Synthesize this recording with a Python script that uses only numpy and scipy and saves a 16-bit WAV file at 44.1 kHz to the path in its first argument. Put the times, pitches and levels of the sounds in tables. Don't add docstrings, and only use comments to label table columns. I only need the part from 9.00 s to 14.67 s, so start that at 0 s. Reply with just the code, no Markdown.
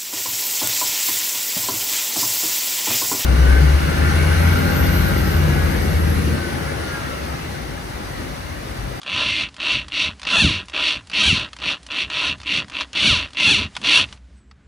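import sys
import numpy as np
from scipy import signal
from scipy.fft import rfft, irfft
from scipy.io import wavfile
from scipy.ndimage import uniform_filter1d

SR = 44100
rng = np.random.default_rng(int(sys.argv[2]) if len(sys.argv) > 2 else 0)


def wav_out(sig):
    wavfile.write(sys.argv[1], SR, np.round(np.clip(np.atleast_2d(sig).T, -1, 1) * 32767).astype(np.int16))


def invert_db(level):
    return 10 ** (np.asarray(level, dtype=float) / 20)


N = 250047


def level(x, db):
    return x * invert_db(db) / np.sqrt(np.mean(x ** 2))


def curve(table, column):
    rows = np.array(table, float)
    return np.interp(np.arange(N) / SR, rows[:, 0], rows[:, column])


def colour(x, points, peaks=(), size=2048):
    hz = np.maximum(np.arange(size // 2 + 1) * SR / size, 1)
    points = np.array(points)
    db = np.interp(np.log(hz), np.log(points[:, 0]), points[:, 1])
    db = db + sum(lift / (1 + (2 * (hz - f) / w) ** 2) for f, w, lift in peaks)
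    cep = irfft(np.log(invert_db(db)))
    cep[1:size // 2] *= 2
    cep[size // 2 + 1:] = 0
    return signal.fftconvolve(x, irfft(np.exp(rfft(cep))))[:N]


def split(x, hz, kind, order=4):
    return signal.sosfilt(signal.butter(order, hz, kind, fs=SR, output="sos"), x)


def walk(rate):
    k = int(SR / rate)
    held = np.repeat(rng.standard_normal(N // k + 1), k)
    return 1.3 * uniform_filter1d(uniform_filter1d(held, k), k)[:N]


def knocks(turns, slip, scatter_db):
    whole = np.arange(1, int(turns[-1]))
    chance = rng.standard_normal((N // 8, 2))[:len(whole)]
    at = np.clip(np.interp(whole + slip * chance[:, 0], turns, np.arange(N)), 0, N - 2)
    size, first = invert_db(scatter_db * chance[:, 1]), at.astype(int)
    early = np.bincount(first, size * (1 + first - at), N)
    return early + np.bincount(first + 1, size * (at - first), N)


def steady(x, size=SR // 40):
    return x / np.sqrt(uniform_filter1d(x ** 2, size) + 1e-9)


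# frequency in Hz, density in dB per Hz.
SHED = [(88, -2.5), (150, -21.5), (358, -8), (1270, -5.5), (1510, -2.5), (4240, -18.5), (4980, -27),
        (8190, -23.5), (10500, -55), (13600, -85), (22000, -120)]
# time in seconds, level in dB.
STIR = [
    (0, -54),
    (4.7, -53),
    (4.77, -47),
    (5.14, -48.5),
    (5.2, -65.5),
    (5.39, -63.5),
    (5.41, -72),
]


def shed():
    t = np.arange(N) / SR
    air = level(colour(rng.standard_normal(N), SHED), -66) * invert_db(walk(18))
    stir_colour = [(300, -1.5), (600, 0.5), (3000, -2.5), (5000, -4.5), (10000, -14.5)]
    stir = level(colour(rng.standard_normal(N), stir_colour), 0) * invert_db(curve(STIR, 1))
    hum = level(split(rng.standard_normal(N), [58, 68], "band", order=2), -48)
    hum = hum + invert_db(-62) * np.sin(2 * np.pi * 126 * t)
    duck_db = -4.5 * np.clip((5.2 - t) / .1, 0, 1)
    return air + stir + hum * invert_db(duck_db)


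# time in seconds, pitch in Hz, level in dB.
BIRD = [
    [(5.34, 7650, -84), (5.365, 8000, -72), (5.39, 8150, -72), (5.42, 7900, -73), (5.455, 7520, -77.5),
     (5.49, 7750, -76), (5.52, 8250, -73)],
    [(5.605, 8450, -87.5), (5.635, 7850, -79.5), (5.67, 6900, -81)],
]


def bird():
    out = 0
    for call in BIRD:
        start, end = call[0][0], call[-1][0]
        on = np.interp(np.arange(N) / SR, [start, start + 0.012, end - .01, end], [0, 1, 1, 0])
        tone = np.sin(2 * np.pi * np.cumsum(curve(call, 1)) / SR)
        out = out + np.sqrt(2) * on * invert_db(curve(call, 2) + 2.45 * walk(66)) * tone
    return out


def room(x):
    t60_s, rise_s = 0.033, 0.0064
    t = np.arange(SR // 2) / SR
    tail = rng.standard_normal(len(t)) * np.exp(-np.log(1000) * t / t60_s) * np.minimum(t / rise_s, 1)
    return signal.fftconvolve(x, tail / np.sqrt(np.sum(tail ** 2)))[:N]


# pressed, let go and standing still in seconds, top mesh rate in Hz,
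# housing level at the top in dB.
PULLS = [(0.041, 0.409, 0.5, 346, -20.5), (0.576, 0.72, 0.87, 400.3, -19.5),
         (.897, 1.031, 1.143, 340.2, -19), (1.245, 1.398, 1.655, 929.2, -14.5),
         (1.713, 1.886, 2.019, 430.9, -18.5), (2.111, 2.267, 2.498, 852.5, -14.5),
         (2.592, 2.715, 2.785, 268.3, -20.5), (2.882, 3.01, 3.088, 279.7, -21),
         (3.076, 3.1, 3.08, 170, -22.5), (3.077, 3.27, 3.37, 358.2, -19.5),
         (3.44, 3.566, 3.654, 380.7, -19), (3.71, 3.822, 3.86, 200, -23), (3.93, 4.071, 4.3, 828.7, -14.5),
         (4.347, 4.505, 4.694, 926.3, -14), (4.818, 4.971, 5.065, 604.2, -11.5)]


def motor():
    crawl_hz, spin_up_s = 70.12, .165
    climb_bend, coast_bend = .85, 1.2
    t = np.arange(N) / SR
    hz, db, on = np.full(N, crawl_hz), np.full(N, -70.), np.zeros(N)
    for pressed, let_go, still, top_hz, top_db in PULLS:
        at = slice(int(pressed * SR), int(still * SR))
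        now = t[at]
        driven = now < let_go
        climb = np.minimum((now - pressed + 1e-4) / min(let_go - pressed, spin_up_s), 1) ** climb_bend
        coast = np.clip((still - now) / (still - let_go), 0, 1) ** coast_bend
        rate = crawl_hz + (top_hz - crawl_hz) * np.where(driven, climb, coast)
        speed_db = np.where(driven, 4.5, 6.5) * np.log2(rate / top_hz)
        dip_db = np.where(driven, 6, 21) * np.exp((crawl_hz - rate) / 51.3)
        idle_db = 9 * (now < pressed + .021)
        loud = top_db + speed_db - dip_db - idle_db
        hz[at], db[at], on[at] = np.maximum(hz[at], rate), np.maximum(db[at], loud), 1
    return hz, db, uniform_filter1d(on, SR // 250)


def boards(modes, lump_db):
    total = 0
    for f, width, db in modes:
        band = split(rng.standard_normal(N), [f - width / 2, f + width / 2], "band", order=2)
        total = total + level(band, db) * invert_db(lump_db * walk(18))
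    return steady(total, size=SR // 8) * invert_db(2.0 * walk(45))


# frequency in Hz, width in Hz, level in dB.
THUD = [(38, 16, -19.5), (58, 18, 3), (70.7, 11, 1), (88.3, 25, 6), (121, 18, -3)]
# frequency in Hz, width in Hz, level in dB.
BOOM = [(140.2, 24, -6), (175.4, 25.5, -2), (208.3, 29, -0.5), (270.6, 48, -2), (335.5, 70, -10.5),
        (417, 50, -12), (570, 180, -13.5)]
# peak time in seconds, thud level in dB, boom level in dB.
JOLTS = [(0.151, -38, -40.5), (0.274, -36, -38), (0.422, -40.5, -42.5), (0.749, -34.5, -40.5),
         (.86, -42, -53), (1.06, -38.5, -40), (1.39, -31, -28.5), (1.448, -18.5, -21), (1.52, -30, -36),
         (1.6, -44, -56), (1.97, -41.5, -47), (2.22, -54, -32.5), (2.282, -22, -36), (2.32, -25, -29),
         (2.4, -38.5, -45), (2.68, -60, -40), (3.059, -42, -48), (3.302, -34.5, -42), (3.56, -51, -32),
         (3.62, -40, -46), (4.0, -46, -43), (4.07, -36, -25.5), (4.11, -26.5, -29), (4.16, -30.5, -39),
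         (4.48, -46, -28), (4.52, -33, -30), (4.6, -28.5, -33.5), (4.85, -68, -38.5), (5.015, -35.5, -40)]


def bench():
    t = np.arange(0, N + 64, 64) / SR
    rows = np.array(JOLTS)[:, :, None]
    shake = invert_db(motor()[1] - 36.5)

    def jolts(column, rise_s, fall_s):
        away = np.maximum((rows[:, 0] - t) / rise_s, (t - rows[:, 0]) / fall_s)
        return np.repeat(invert_db((rows[:, column] - 20 * away).max(0)), 64)[:N]

    thud, boom = jolts(1, 0.027, 0.13), jolts(2, 0.095, 0.099)
    bumps = knocks(np.arange(N) * 55 / SR, .4, 3.5) * np.sign(walk(60))
    bumps = level(split(split(bumps, 80, "high", order=2), 240, "low"), -4)
    low = (thud + invert_db(-61) + shake) * boards(THUD, 4.5)
    high = (0.68 * boom + invert_db(-60) + shake) * boards(BOOM, 3.7)
    return low + high + (0.59 * thud + boom) * bumps


# time in seconds, peak level in dB, treble level in dB.
TRIGGER = [(0.0159, -28, -12), (.031, -26, -12), (0.5423, -29.5, -7), (0.565, -26, -11),
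           (0.8823, -25.5, -11), (1.1958, -27, -7), (1.216, -26, -13), (1.2308, -20, -18),
           (1.6557, -36.5, 1), (1.6831, -27, -9), (1.6966, -25.5, -11), (2.071, -33, -3),
           (2.098, -24.5, -12), (2.531, -24, -15), (2.5647, -28, -11), (2.83, -31.5, -2.5),
           (2.8649, -26, -7), (3.3822, -36, -5), (3.4007, -30, -18), (3.415, -26, -12), (3.682, -29, -10),
           (3.6977, -25.5, -13), (4.3046, -34, -9), (4.3326, -29.5, -11), (4.7516, -25, -16),
           (4.7652, -12.5, -16), (4.815, -26, -10), (5.126, -24.5, -15)]
# time in seconds, peak level in dB.
SLACK = [(.068, -33), (.4874, -29), (0.6014, -23), (0.92, -27), (1.2506, -19.5), (1.27, -14), (1.731, -37),
         (2.115, -25), (2.1346, -25), (2.587, -27.5), (2.6, -33), (2.916, -24), (3.0996, -23), (3.432, -27),
         (3.467, -26), (3.7323, -29), (3.808, -14), (3.9306, -26), (3.952, -28), (4.3463, -32),
         (4.368, -36), (4.399, -15), (4.8328, -30), (5.087, -36), (5.161, -49), (5.174, -42),
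         (2.487, -38.5), (3.644, -33), (3.72, -27), (4.285, -35.5)]
# time in seconds, peak level in dB, ring in Hz, treble level in dB.
TAP = (5.5117, -37, 1350, -26)


def clicks():
    trigger_hz, slack_hz, slack_treble_db = 3185, 2673, -28.5
    decay_s, rise_s = 0.028, 0.00084
    snaps = [(s, db, trigger_hz, treble_db) for s, db, treble_db in TRIGGER] + [TAP]
    snaps += [(s, db, slack_hz, slack_treble_db) for s, db in SLACK]
    out, t = np.zeros(N + 4096), np.arange(4096) / SR
    fade = np.exp(-np.log(1000) * t / decay_s) * np.minimum(t / rise_s, 1)
    for s, db, hz, treble_db in snaps:
        hiss = rng.standard_normal(4096)
        hz = hz * (1 + 0.072 * hiss[0])
        ring = .1 * np.sin(2 * np.pi * hz * t)
        puff = 0.33 * split(hiss, [1000, 5000], "band") + 0.31 * split(hiss, [500, 1100], "band")
        treble = invert_db(treble_db - 12) * split(hiss, 5000, "high")
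        snap = fade * (ring + puff + treble)
        start = int(s * SR)
        out[start:start + 4096] += invert_db(db) * snap / np.abs(snap).max()
    return out[:N]


def kicked(hz, coasting):
    kick_hz = 29.94
    kick = (np.arange(N) / SR * kick_hz + .15) % 1 - .5
    sag = kick * (np.gradient(hz) * SR / kick_hz + .06 * hz)
    return hz - (1 - coasting) * uniform_filter1d(sag, SR // 200)


# multiple of the mesh rate, level in dB.
WHINE = [(1, -26), (2, -21), (3, -24), (4, -18), (5, -24)]


def gears(hz, coasting):
    turns = np.cumsum(hz) / SR
    teeth = knocks(turns, .013, 2.5) * invert_db(2.5 * walk(45))
    teeth = steady(teeth - uniform_filter1d(teeth, size=34))
    stray = steady(knocks(turns * 1.57, .6, 3.2) * np.sign(walk(900)))
    after_knock = np.exp(-(turns % 1) / .25)
    rattle = rng.standard_normal(N) * (.1 + hz / 1200 + after_knock) * invert_db(2.2 * walk(150))
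    rattle = steady(rattle)
    share = np.clip(.05 + hz / 1600 * (.85 + .55 * coasting), .33, .8)
    force = np.sqrt(share) * teeth + np.sqrt(1 - share) * (0.75 * stray + 0.85 * rattle)
    whine = sum(invert_db(db + 4.5 * walk(40)) * np.cos(2 * np.pi * k * turns) for k, db in WHINE)
    force += whine * np.clip((hz - 380) / (800 - 380), 0, 1) * (.7 + .3 * coasting)
    chop_hz = 61.3
    return force * (1 + 0.28 * np.exp(-hz / 200) * np.cos(2 * np.pi * chop_hz * np.arange(N) / SR))


# frequency in Hz, level in dB.
SHELL = [(300, -29), (450, -24.5), (800, -23.5), (1500, -20.5), (2100, -5.5), (2500, -9), (4500, -15),
         (5000, -21.5), (6300, -18.5), (7200, -32.5), (9000, -40), (10600, -68)]
# frequency in Hz, width in Hz, lift in dB.
HOUSING = [(612, 130, 12.5), (1028, 144, 9.5), (1376, 280, 9.5), (1777, 120, 3.5), (2706, 270, 8.5),
           (3408, 280, 4.5), (3770, 240, 3), (4443, 470, 5.5), (5260, 39, 8.5), (5707, 400, 10),
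           (6880, 340, 6), (7960, 800, 12), (10045, 1510, 37)]


def housing(force):
    return colour(force, SHELL, HOUSING)


def panels(ring, bright_db):
    body = split(split(ring, 1950, "high"), 4900, "low")
    lower = level(split(body, 3150, "low"), 0) * invert_db(0.82 * walk(30))
    upper = level(split(body, 3150, "high"), 0) * invert_db(1.0 * walk(30) + bright_db)
    return level((lower + upper) / np.sqrt(1 + invert_db(2 * bright_db)), 0)


def brushes(ring):
    hiss = split(housing(rng.standard_normal(N)), 7300, "high")
    return level(level(split(ring, 4900, "high"), 0) + level(hiss, -26), 0)


def drill():
    hz, body_db, running = motor()
    coasting = uniform_filter1d(1. * (np.gradient(hz) < 0), SR // 100)
    bright_db = -4.5 + 6 * hz / 1000 + 3 * coasting + 0.76 * (np.maximum(body_db, -35) + 19.5)
    hz = kicked(hz, coasting)
    hiss_db = -26 + 0.011 * hz + 1100 / (hz + 40) + .5 * bright_db
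    low_db = -8.5 - 0.36 * (np.maximum(body_db, -50) + 21.5)
    ring = housing(gears(hz, coasting))
    main = panels(ring, bright_db)
    low = level(split(ring, 1950, "low") * invert_db(2.2 * walk(25.16)), 0)
    chuck = boards([(226, 46, -6), (296.3, 58, 7.5), (339.0, 110, -1.5)], 4.2)
    mix = main + invert_db(low_db) * low + invert_db(hiss_db) * brushes(ring) + invert_db(low_db - 14.5) * chuck
    return running * invert_db(body_db) * mix


# frequency in Hz, level in dB.
BENCH_SIDE = [(60, -31), (125, -28), (250, -19), (500, -18)]


def scene():
    near = drill() + clicks()
    mid = near + invert_db(-12) * room(near) + bench() + shed() + bird()
    side_colour = [(250, 5.0), (600, 5.5), (1200, 4), (3000, -5), (5000, 6.0), (9000, 11.5)]
    side = invert_db(-23) * room(colour(near, side_colour))
    side = side + invert_db(-34.5) * shed() + colour(bench(), BENCH_SIDE)
    return np.array([invert_db(0.61) * (mid + side), invert_db(0.93) * (mid - side)])


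def mask(dry):
    under_db, size, bins = -37, 1024, 7
    hz, _, z = signal.stft(dry, SR, nperseg=size)
    power = uniform_filter1d(np.abs(z.mean(0)) ** 2, 7, axis=1) + 1e-18
    ring = power[(hz > 2400) & (hz < 3600)].mean(0)
    band = np.arange(len(hz)) // bins
    band_power = np.array([power[band == b].mean(0) for b in range(band[-1] + 1)])
    band_db = 10 * np.log10(band_power / ring)
    kept = (band_db > under_db)[band] | (hz < 7000)[:, None]
    return signal.istft(z * kept, SR, nperseg=size)[1][:, :N]


def low_pass(x):
    return signal.sosfilt(signal.butter(12, 11310, fs=SR, output="sos"), x)


def record(dry):
    dry = np.tanh(1.084 * dry) / 1.083
    dry = signal.sosfiltfilt(signal.ellip(10, .2, 70, 10500, fs=SR, output="sos"), dry)
    return low_pass(mask(dry))


dry = scene()
out = record(dry)
wav_out(out)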